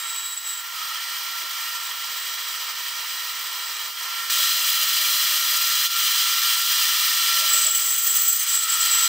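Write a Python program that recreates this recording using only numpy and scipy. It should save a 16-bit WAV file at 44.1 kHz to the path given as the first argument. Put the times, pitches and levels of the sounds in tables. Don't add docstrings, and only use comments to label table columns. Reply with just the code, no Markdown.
import sys
import numpy as np
from scipy import signal
from scipy.fft import rfft, irfft, next_fast_len
from scipy.io import wavfile
from scipy.ndimage import uniform_filter1d

SR = 44100
rng = np.random.default_rng(int(sys.argv[2]) if len(sys.argv) > 2 else 0)


def decibels_to_gain(level_db):
    exponent = np.asarray(level_db, float) / 20
    return 10 ** exponent


def wrap_up_sound(samples):
    columns = np.atleast_2d(samples).T
    tamed = np.clip(columns, -1, 1)
    steps = np.round(tamed * 32767).astype(np.int16)
    wavfile.write(sys.argv[1], SR, steps)


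N = 400428
T = np.arange(N) / SR
CLOSER_S, LAST_VIEW_S = 4.299, 7.102
HUM_HZ = 240.03


def by_view(far, near):
    return np.where(T < CLOSER_S, far, near)


def evened(x):
    return x / np.sqrt(np.mean(x ** 2) + 1e-20)


def read(points, hz):
    f, value = np.transpose(points)
    return np.interp(np.log(hz + 1), np.log(f + 1), value, -80, -80)


def played(tables):
    s, *columns = np.transpose(np.concatenate(tables))
    inside = sum((T >= rows[0][0]) * (T <= rows[-1][0]) for rows in tables)
    gate = uniform_filter1d(np.minimum(inside, 1.), size=400)
    return [gate] + [np.interp(T, s, c) for c in columns]


def drift(top_hz):
    low_pass = signal.butter(2, top_hz, fs=SR / 16)
    coarse = signal.lfilter(*low_pass, rng.standard_normal(N // 16 + 2))
    return np.interp(np.arange(N) / 16, np.arange(len(coarse)), evened(coarse))


def swells(s, length, height):
    t = np.arange(0, N + 32, 32) / SR
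    hump = np.exp(-4 * np.log(2) * ((t[:, None] - s) / length) ** 2) @ height
    return np.interp(T, t, hump)


def humps(modes, hz):
    return sum(decibels_to_gain(db) ** 2 / (1 + (2 * (hz - f) / width) ** 2) ** 2 for f, width, db in modes)


def ring(drive, gain, lo_hz, hi_hz):
    size = next_fast_len(N)
    hz = np.fft.rfftfreq(size, 1 / SR)
    g = gain(hz)
    share = np.sum(g[(hz > lo_hz) & (hz < hi_hz)] ** 2) / len(hz)
    return irfft(rfft(drive, size) * g / np.sqrt(share), size)[:N]


def body(modes, base):
    return lambda hz: decibels_to_gain(read(base, hz)) * np.sqrt(1 + humps(modes, hz))


def teeth(grain_db, chatter_db):
    return evened(rng.standard_normal(N) * decibels_to_gain(grain_db * drift(1040) + chatter_db))


def walls(x, colour):
    count = 6000
    taps = rng.standard_normal(count) * decibels_to_gain(-60 * np.arange(count) / SR / 0.12)
    hz = np.fft.rfftfreq(2 * count, 1 / SR)
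    f, db = np.transpose(colour)
    gain = decibels_to_gain(np.interp(np.log(hz + 1), np.log(f), db))
    tail = irfft(rfft(taps / np.linalg.norm(taps), 2 * count) * gain)
    return signal.oaconvolve(x, tail)[:N]


def loudness(part, feed_db):
    far_db, near_db, share = part
    return by_view(far_db, near_db) + share * feed_db


# time in seconds, feed in dB.
FEED = [(0, -2), (.12, -1.5), (.3, -4.5), (.68, -4), (.82, 0.5), (1.65, 0), (2.9, 0.5), (4.28, -0.17),
        (5.5, -0.2), (6.3, 0.74), (7.4, 1.2), (7.6, -0.5), (7.75, -4.5), (8.0, -7.5), (8.4, -6.5),
        (8.55, -3.5), (8.9, -1), (9.08, -1.5)]
# time in seconds, length in seconds, felt
# in table in dB, in blade in dB.
NUDGES = [(0.06, .04, 2.5, -2.1), (.41, 0.047, -4, -4), (0.475, 0.048, 1.5, 1.5), (.66, 0.078, 1.3, -1),
          (1.46, .05, -1, -1.1), (1.643, 0.07, 1.1, 2.5), (1.808, .06, -0.5, -0.5), (1.916, 0.043, 3, -0.5),
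          (1.97, .05, -2, -1.5), (2.695, 0.036, 3, 0.5), (2.737, .04, -3.5, -2.5), (2.943, 0.073, -1, -1.5),
          (3.929, 0.055, -6, -3), (4.18, 0.27, 1.5, 1.3), (4.545, 0.052, -2.2, -1), (5.4, 0.052, -0.5, -1),
          (5.886, 0.027, -8.5, -7.5), (5.925, 0.072, -3.5, -3.5), (6.396, 0.061, -1.3, -2),
          (6.643, 0.085, -4.5, -2), (7.72, 0.027, -2.2, -4), (8.03, 0.043, -2.1, -1), (8.07, 0.037, 1.5, 3),
          (8.163, 0.043, 2, 4), (8.355, 0.087, -2.5, -2.5), (8.458, 0.02, 0.8, -7.5),
          (8.606, 0.052, -4.5, -5), (8.667, 0.038, -1.5, -6), (8.783, 0.055, -1.7, -2.5),
          (8.96, .2, 1.6, -1)]


def hands():
    s, length, low_db, high_db = np.transpose(NUDGES)
    feed_db = np.interp(T, *np.transpose(FEED))
    return feed_db, swells(s, length, low_db), swells(s, length, high_db)


# frequency in Hz, width in Hz, level over the base in dB.
TABLE_MODES = [(970, 290, 6), (1238, 196, 11), (1885, 260, 6.5), (2366, 230, 7)]
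PLATE_MODES = [(3030, 300, 8.86), (3352, 324, 6.96), (3860, 280, 2.4), (4110, 230, 2), (4910, 440, 4.8),
               (5740, 110, 2.8), (6100, 310, 2.7)]
BLADE_MODES = [(7080, 73, 1.9), (7690, 330, 1.7), (8360, 99, 1), (13610, 130, 3.7), (14550, 250, 9.4),
               (15000, 190, 4.8), (15500, 260, 4)]
# frequency in Hz, density in dB per Hz.
TABLE_BASE = [(350, -68), (500, -32.5), (800, -23.5), (1300, -7.5), (2000, -1), (2600, -8.5), (3200, 4)]
PLATE_BASE = [(2200, -16), (2700, -3), (4400, 0.5), (5500, -0.5), (6300, -2.5), (7000, -25)]
BLADE_BASE = [(5900, -34), (6500, 2.5), (8500, 2), (9300, -1), (10200, -5), (11500, -2), (13000, 1.5),
              (15700, 3)]


def rasp(table_db, plate_db, blade_db):
    feed = drift(18)
    table = ring(teeth(0.98, 0.3 * feed), body(TABLE_MODES, TABLE_BASE), 1400, 2630)
    plate = ring(teeth(0.65, 0.55 * feed), body(PLATE_MODES, PLATE_BASE), 4140, 6150)
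    blade = ring(teeth(1.2, 0.85 * feed), body(BLADE_MODES, BLADE_BASE), 9180, 13610)
    return decibels_to_gain(table_db) * table + decibels_to_gain(plate_db) * plate + decibels_to_gain(blade_db) * blade


# frequency in Hz, level in dB.
ECHO = [(300, -18), (1500, -13), (5000, -13), (15000, -17)]


def echo(cut):
    return walls(cut, ECHO)


# time in seconds, pitch in Hz, level in dB.
GEAR = [
    [(0.0, 1349, -49), (0.01, 1353, -41), (0.27, 1369, -43), (0.38, 1371, -46), (1.61, 1364, -41),
     (2.63, 1365, -45), (4.05, 1369, -45), (4.09, 1361, -38), (4.29, 1367, -41)],
    [(4.31, 1362, -38), (5.81, 1368, -40), (6.17, 1364, -36), (6.88, 1365, -40), (7.44, 1358, -32),
     (7.89, 1361, -43), (8.66, 1364, -41), (8.7, 1363, -36), (9.07, 1366, -34)],
]
GEAR_ORDERS = [1, 2, 3, 5, 6]
# far in dB, near in dB, share of the load.
THIRD = (-45, -35.5, 1.4)
SIXTH = (-48, -39.5, 2.2)
# multiple of HUM_HZ, level in dB.
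HUM = [(10, -44.5), (12, -42), (24, -44), (26, -49), (45, -49), (47, -55), (49, -52), (51, -47), (52, -54),
       (57, -45.5), (59, -50), (61, -47), (63, -48)]


def whine_and_hum(plate_db, feed_db, load_db):
    _, hz, first_db = played(GEAR)
    third_db, sixth_db = loudness(THIRD, load_db), loudness(SIXTH, load_db)
    slack_hz = -1.84 * np.minimum(load_db - feed_db, 0)
    turn = 2 * np.pi * np.cumsum(hz + 2.6 * drift(30) + 1.8 * drift(5) + slack_hz) / SR
    levels_db = [first_db + 0.1, third_db - 7.0, third_db, third_db - 11, sixth_db]
    gear = np.zeros(N)
    for k, db in zip(GEAR_ORDERS, levels_db):
        gear += decibels_to_gain(db + 1.74 * drift(29.5) + 1.25 * drift(4.7)) * np.sin(k * turn + k)
    lines = np.zeros(N // 2 + 1, complex)
    for k, db in HUM:
        phase = np.exp(2j * np.pi * rng.random())
        lines[round(round(k) * HUM_HZ * N / SR)] = decibels_to_gain(db) * N / 2 * phase
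    hum = irfft(lines, N) * decibels_to_gain(plate_db + 27.0 + 2.1 * drift(15))
    return np.sqrt(2) * (gear + hum)


# time in seconds, pitch in Hz.
SQUEAL_HZ = [(0, 7580), (.04, 7650), (.09, 7742), (.5, 7738), (.62, 7700), (7.5, 7722), (7.82, 7702),
             (8.8, 7702), (8.9, 7730)]
# start in seconds, end in seconds, then resting, half pitch, double pitch in dB.
SPELLS = [
    (0, 0.348, -38, -42, -50),
    (.36, 0.617, -41.5, -46.5, -52),
    (1.751, 3.9, -48, -49, -47),
    (4.297, 4.5, -38.5, -36.5, -40.5),
    (4.501, 5.6, -49.5, -55, -40.5),
    (7.482, 8.36, -35, -63, -38),
    (8.36, 8.86, -41, -54, -45),
    (8.857, 9.084, -31, -43.5, -43),
]
# time in seconds, length in seconds, peak in dB.
FLARES = [(0.102, 0.042, -31), (0.183, .08, -34), (0.253, .06, -34), (0.333, 0.022, -33),
          (0.378, 0.016, -29), (0.492, 0.059, -31), (.56, 0.044, -34), (1.863, 0.083, -45),
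          (2.222, 0.14, -44), (2.487, 0.046, -41.5), (3.65, .06, -44), (3.77, 0.042, -41),
          (7.55, 0.062, -22.5), (7.688, 0.072, -21), (7.76, 0.046, -25), (7.856, .06, -26),
          (7.923, .05, -25.5), (8.012, .04, -26), (8.104, 0.033, -21), (8.192, .05, -26),
          (8.293, 0.056, -20.5), (8.427, 0.035, -28), (8.497, 0.032, -25.5), (8.564, 0.057, -22),
          (8.638, 0.023, -27.5), (8.702, 0.012, -20.5), (8.743, 0.022, -20.5), (8.827, 0.04, -24),
          (8.938, 0.045, -23), (9.036, 0.073, -22.5)]


def squeal():
    on, rest_db, half_db, double_db = played([[(a, *dbs), (b, *dbs)] for a, b, *dbs in SPELLS])
    hz = np.interp(T, *np.transpose(SQUEAL_HZ))
    s, length, peak_db = np.transpose(FLARES)
    db = 10 * np.log10(decibels_to_gain(rest_db) ** 2 + swells(s, length, decibels_to_gain(peak_db) ** 2))
    wheel_turn = 2 * np.pi * 22.7 * T
    wheel = np.sin(wheel_turn) + 0.82 * np.sin(2 * wheel_turn + 0.55)
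    grip = 1.8 * wheel + 2.5 * drift(78)
    bite = evened(decibels_to_gain(grip - 0.016 * grip ** 2))
    turn = 2 * np.pi * np.cumsum(hz + 9.0 * np.minimum(grip, 0) + 15 * drift(153) + 12 * drift(34)) / SR
    flare_db = db - rest_db
    tone = decibels_to_gain(db) * np.sin(turn)
    tone += decibels_to_gain(half_db + 0.5 * flare_db) * np.sin(turn / 2)
    tone += decibels_to_gain(double_db + 0.45 * flare_db) * np.sin(2 * turn)
    return np.sqrt(2) * on * bite * tone


# time in seconds, level in dB, top mode in dB.
RIM = [
    [(0, -36.5, -44), (.24, -42, -50), (.64, -44, -50)],
    [(7.5, -26.5, -35.5), (7.6, -25.5, -36), (7.85, -32, -28), (8.05, -32, -26), (8.33, -29.5, -19),
     (8.39, -29.5, -24), (8.6, -28, -37.5), (9.07, -28.5, -39)],
]
# frequency in Hz, width in Hz, level in dB.
RIM_MODES_FIRST = [(8350, 460, 2), (8850, 150, -3), (9700, 120, 0), (11620, 120, -2), (13000, 80, -7)]
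RIM_MODES_LAST = [(6130, 530, -8), (7030, 160, -6.5), (7770, 240, -1), (8310, 110, 1), (10430, 99, -12),
                  (12040, 140, -11)]
RIM_TOP = [(14815, 220, 0)]


def rim(nudge_db):
    on, db, top_db = played(RIM)
    chatter = teeth(1.1, 2.9 * np.minimum(drift(40), 1.6))
    first = ring(chatter, lambda hz: np.sqrt(humps(RIM_MODES_FIRST, hz)), 8270, 9100)
    last = ring(chatter, lambda hz: np.sqrt(humps(RIM_MODES_LAST, hz)), 8240, 9100)
    top = ring(chatter, lambda hz: np.sqrt(humps(RIM_TOP, hz)), 14650, 14950)
    tones = decibels_to_gain(db - 5.5) * by_view(first, last) + decibels_to_gain(top_db - 4.0) * top
    return on * decibels_to_gain(1.1 * nudge_db) * tones


# frequency in Hz, density in dB per Hz.
STAND = [(30, -24), (180, -23.5), (220, -13), (290, -18.5), (360, -9), (770, 0.5), (980, 14.5), (1300, 4.5)]


def stand(table_db):
    drone = ring(teeth(1.0, 1.4 * drift(18.0)), lambda hz: decibels_to_gain(read(STAND, hz)), 200, 790)
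    drone_db = by_view(-22.5, -32.5)
    hum_db = by_view(-25, -35) - 8.5 * (T < 1.7) - 5.0 * (T > LAST_VIEW_S)
    hum = np.sin(4 * np.pi * HUM_HZ * T) * decibels_to_gain(hum_db)
    return decibels_to_gain(table_db) * (drone * decibels_to_gain(drone_db) + hum)


# time in seconds, peak in dB.
BUMPS = [(0.218, -68.5), (0.424, -73), (0.616, -73), (0.837, -66), (1.255, -71), (1.449, -74),
         (1.882, -72.5), (2.085, -65), (2.297, -65.5), (2.504, -69), (2.712, -70.5), (2.916, -70),
         (3.121, -73.5), (3.336, -70), (3.537, -76), (3.871, -69.5), (4.104, -75.5)]
# time in seconds, peak in dB.
SPLICES = [
    (4.298, -41.5),
    (7.102, -38.5),
]


def knocks():
    out, t = np.zeros(N + SR), np.arange(4000) / SR
    bump = np.sin(2 * np.pi * 220 * t) + np.sin(2 * np.pi * 350 * t)
    bump *= (t / 0.009) * np.exp(1 - t / 0.011)
    tick = np.exp(-((t - .001) / 0.0002) ** 2)
    for shape, rows in ((bump, BUMPS), (tick, SPLICES)):
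        for s, db in rows:
            out[round(s * SR):][:len(t)] += decibels_to_gain(db) * shape
    return out[:N]


# start in seconds, end in
# seconds, frequency in Hz, width in Hz, level in dB.
RINGS = [(4.31, 4.43, 620, 70, -55), (4.4, 5.85, 635, 60, -58), (7.31, 7.72, 620, 110, -53),
         (7.65, 7.95, 620, 120, -59), (8.55, 9.08, 630, 100, -63), (4.95, 5.88, 11630, 60, -41),
         (6.0, 7.2, 3630, 30, -43), (.74, .97, 1285, 110, -39), (8.5, 9.08, 1290, 30, -41),
         (.62, .75, 7880, 60, -48), (1.41, 1.46, 350, 60, -61), (1.41, 1.46, 600, 120, -58),
         (7.7, 8.85, 8970, 150, -37.5), (7.75, 8.5, 6260, 150, -36.5), (4.6, 5.9, 9830, 30, -48)]


def rings():
    out = np.zeros(N)
    for start, end, f, width, db in RINGS:
        a, b = round(start * SR), min(round(end * SR), N)
        hz = np.fft.rfftfreq(b - a, 1 / SR)
        noise = rfft(rng.standard_normal(b - a))
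        tone = irfft(noise * np.sqrt(humps([(f, width, 0)], hz)), b - a)
        out[a:b] += decibels_to_gain(db) * evened(tone) * signal.windows.tukey(b - a, .15)
    return out * decibels_to_gain(2.6 * drift(16))


# frequency in Hz, side against middle in dB.
WALLS_FAR = [(60, -26), (130, -26), (290, -29), (640, -22), (1410, -8.5), (3100, -8), (6820, -14),
             (15000, -11.5)]
WALLS_NEAR = [(60, -30), (130, -34), (290, -43), (640, -59), (1410, -31), (3100, -26), (6820, -29),
              (15000, -29.5)]


def ears(saw):
    near_side = decibels_to_gain(9.5) * walls(saw, WALLS_NEAR)
    far_side = decibels_to_gain(-0.5) * walls(saw, WALLS_FAR)
    side = by_view(far_side, near_side)
    lean_db = by_view(-2, 0.08) / 2
    return np.array([(saw + side) * decibels_to_gain(lean_db), (saw - side) * decibels_to_gain(-lean_db)])


# far in dB, near in dB, share of the feed.
TABLE = (-38.5, -33, 0.77)
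PLATE = (-37, -27.5, 0.97)
BLADE = (-43, -32, .35)


def scene():
    feed_db, low_db, high_db = hands()
    mid_db = 0.31 * low_db + 0.54 * high_db
    table_db = loudness(TABLE, feed_db) + low_db
    plate_db = loudness(PLATE, feed_db) + mid_db
    blade_db = loudness(BLADE, feed_db) + high_db
    cut = rasp(table_db, plate_db, blade_db)
    saw = cut + echo(cut) + whine_and_hum(plate_db, feed_db, feed_db + mid_db) + squeal() + rim(high_db)
    saw += stand(table_db + 0.24 * feed_db) + knocks() + rings()
    return ears(saw)


def top_cut(x):
    return signal.sosfilt(signal.butter(12, 16870, fs=SR, output="sos"), x)


def record(dry):
    edge = signal.firwin(1201, 15815, window=("kaiser", 8), fs=SR)
    faded = dry * np.minimum(np.arange(N)[::-1] / 120, 1)
    mix = signal.oaconvolve(faded, edge[None], "same")
    return top_cut(mix)


dry = scene()
out = record(dry)
wrap_up_sound(out)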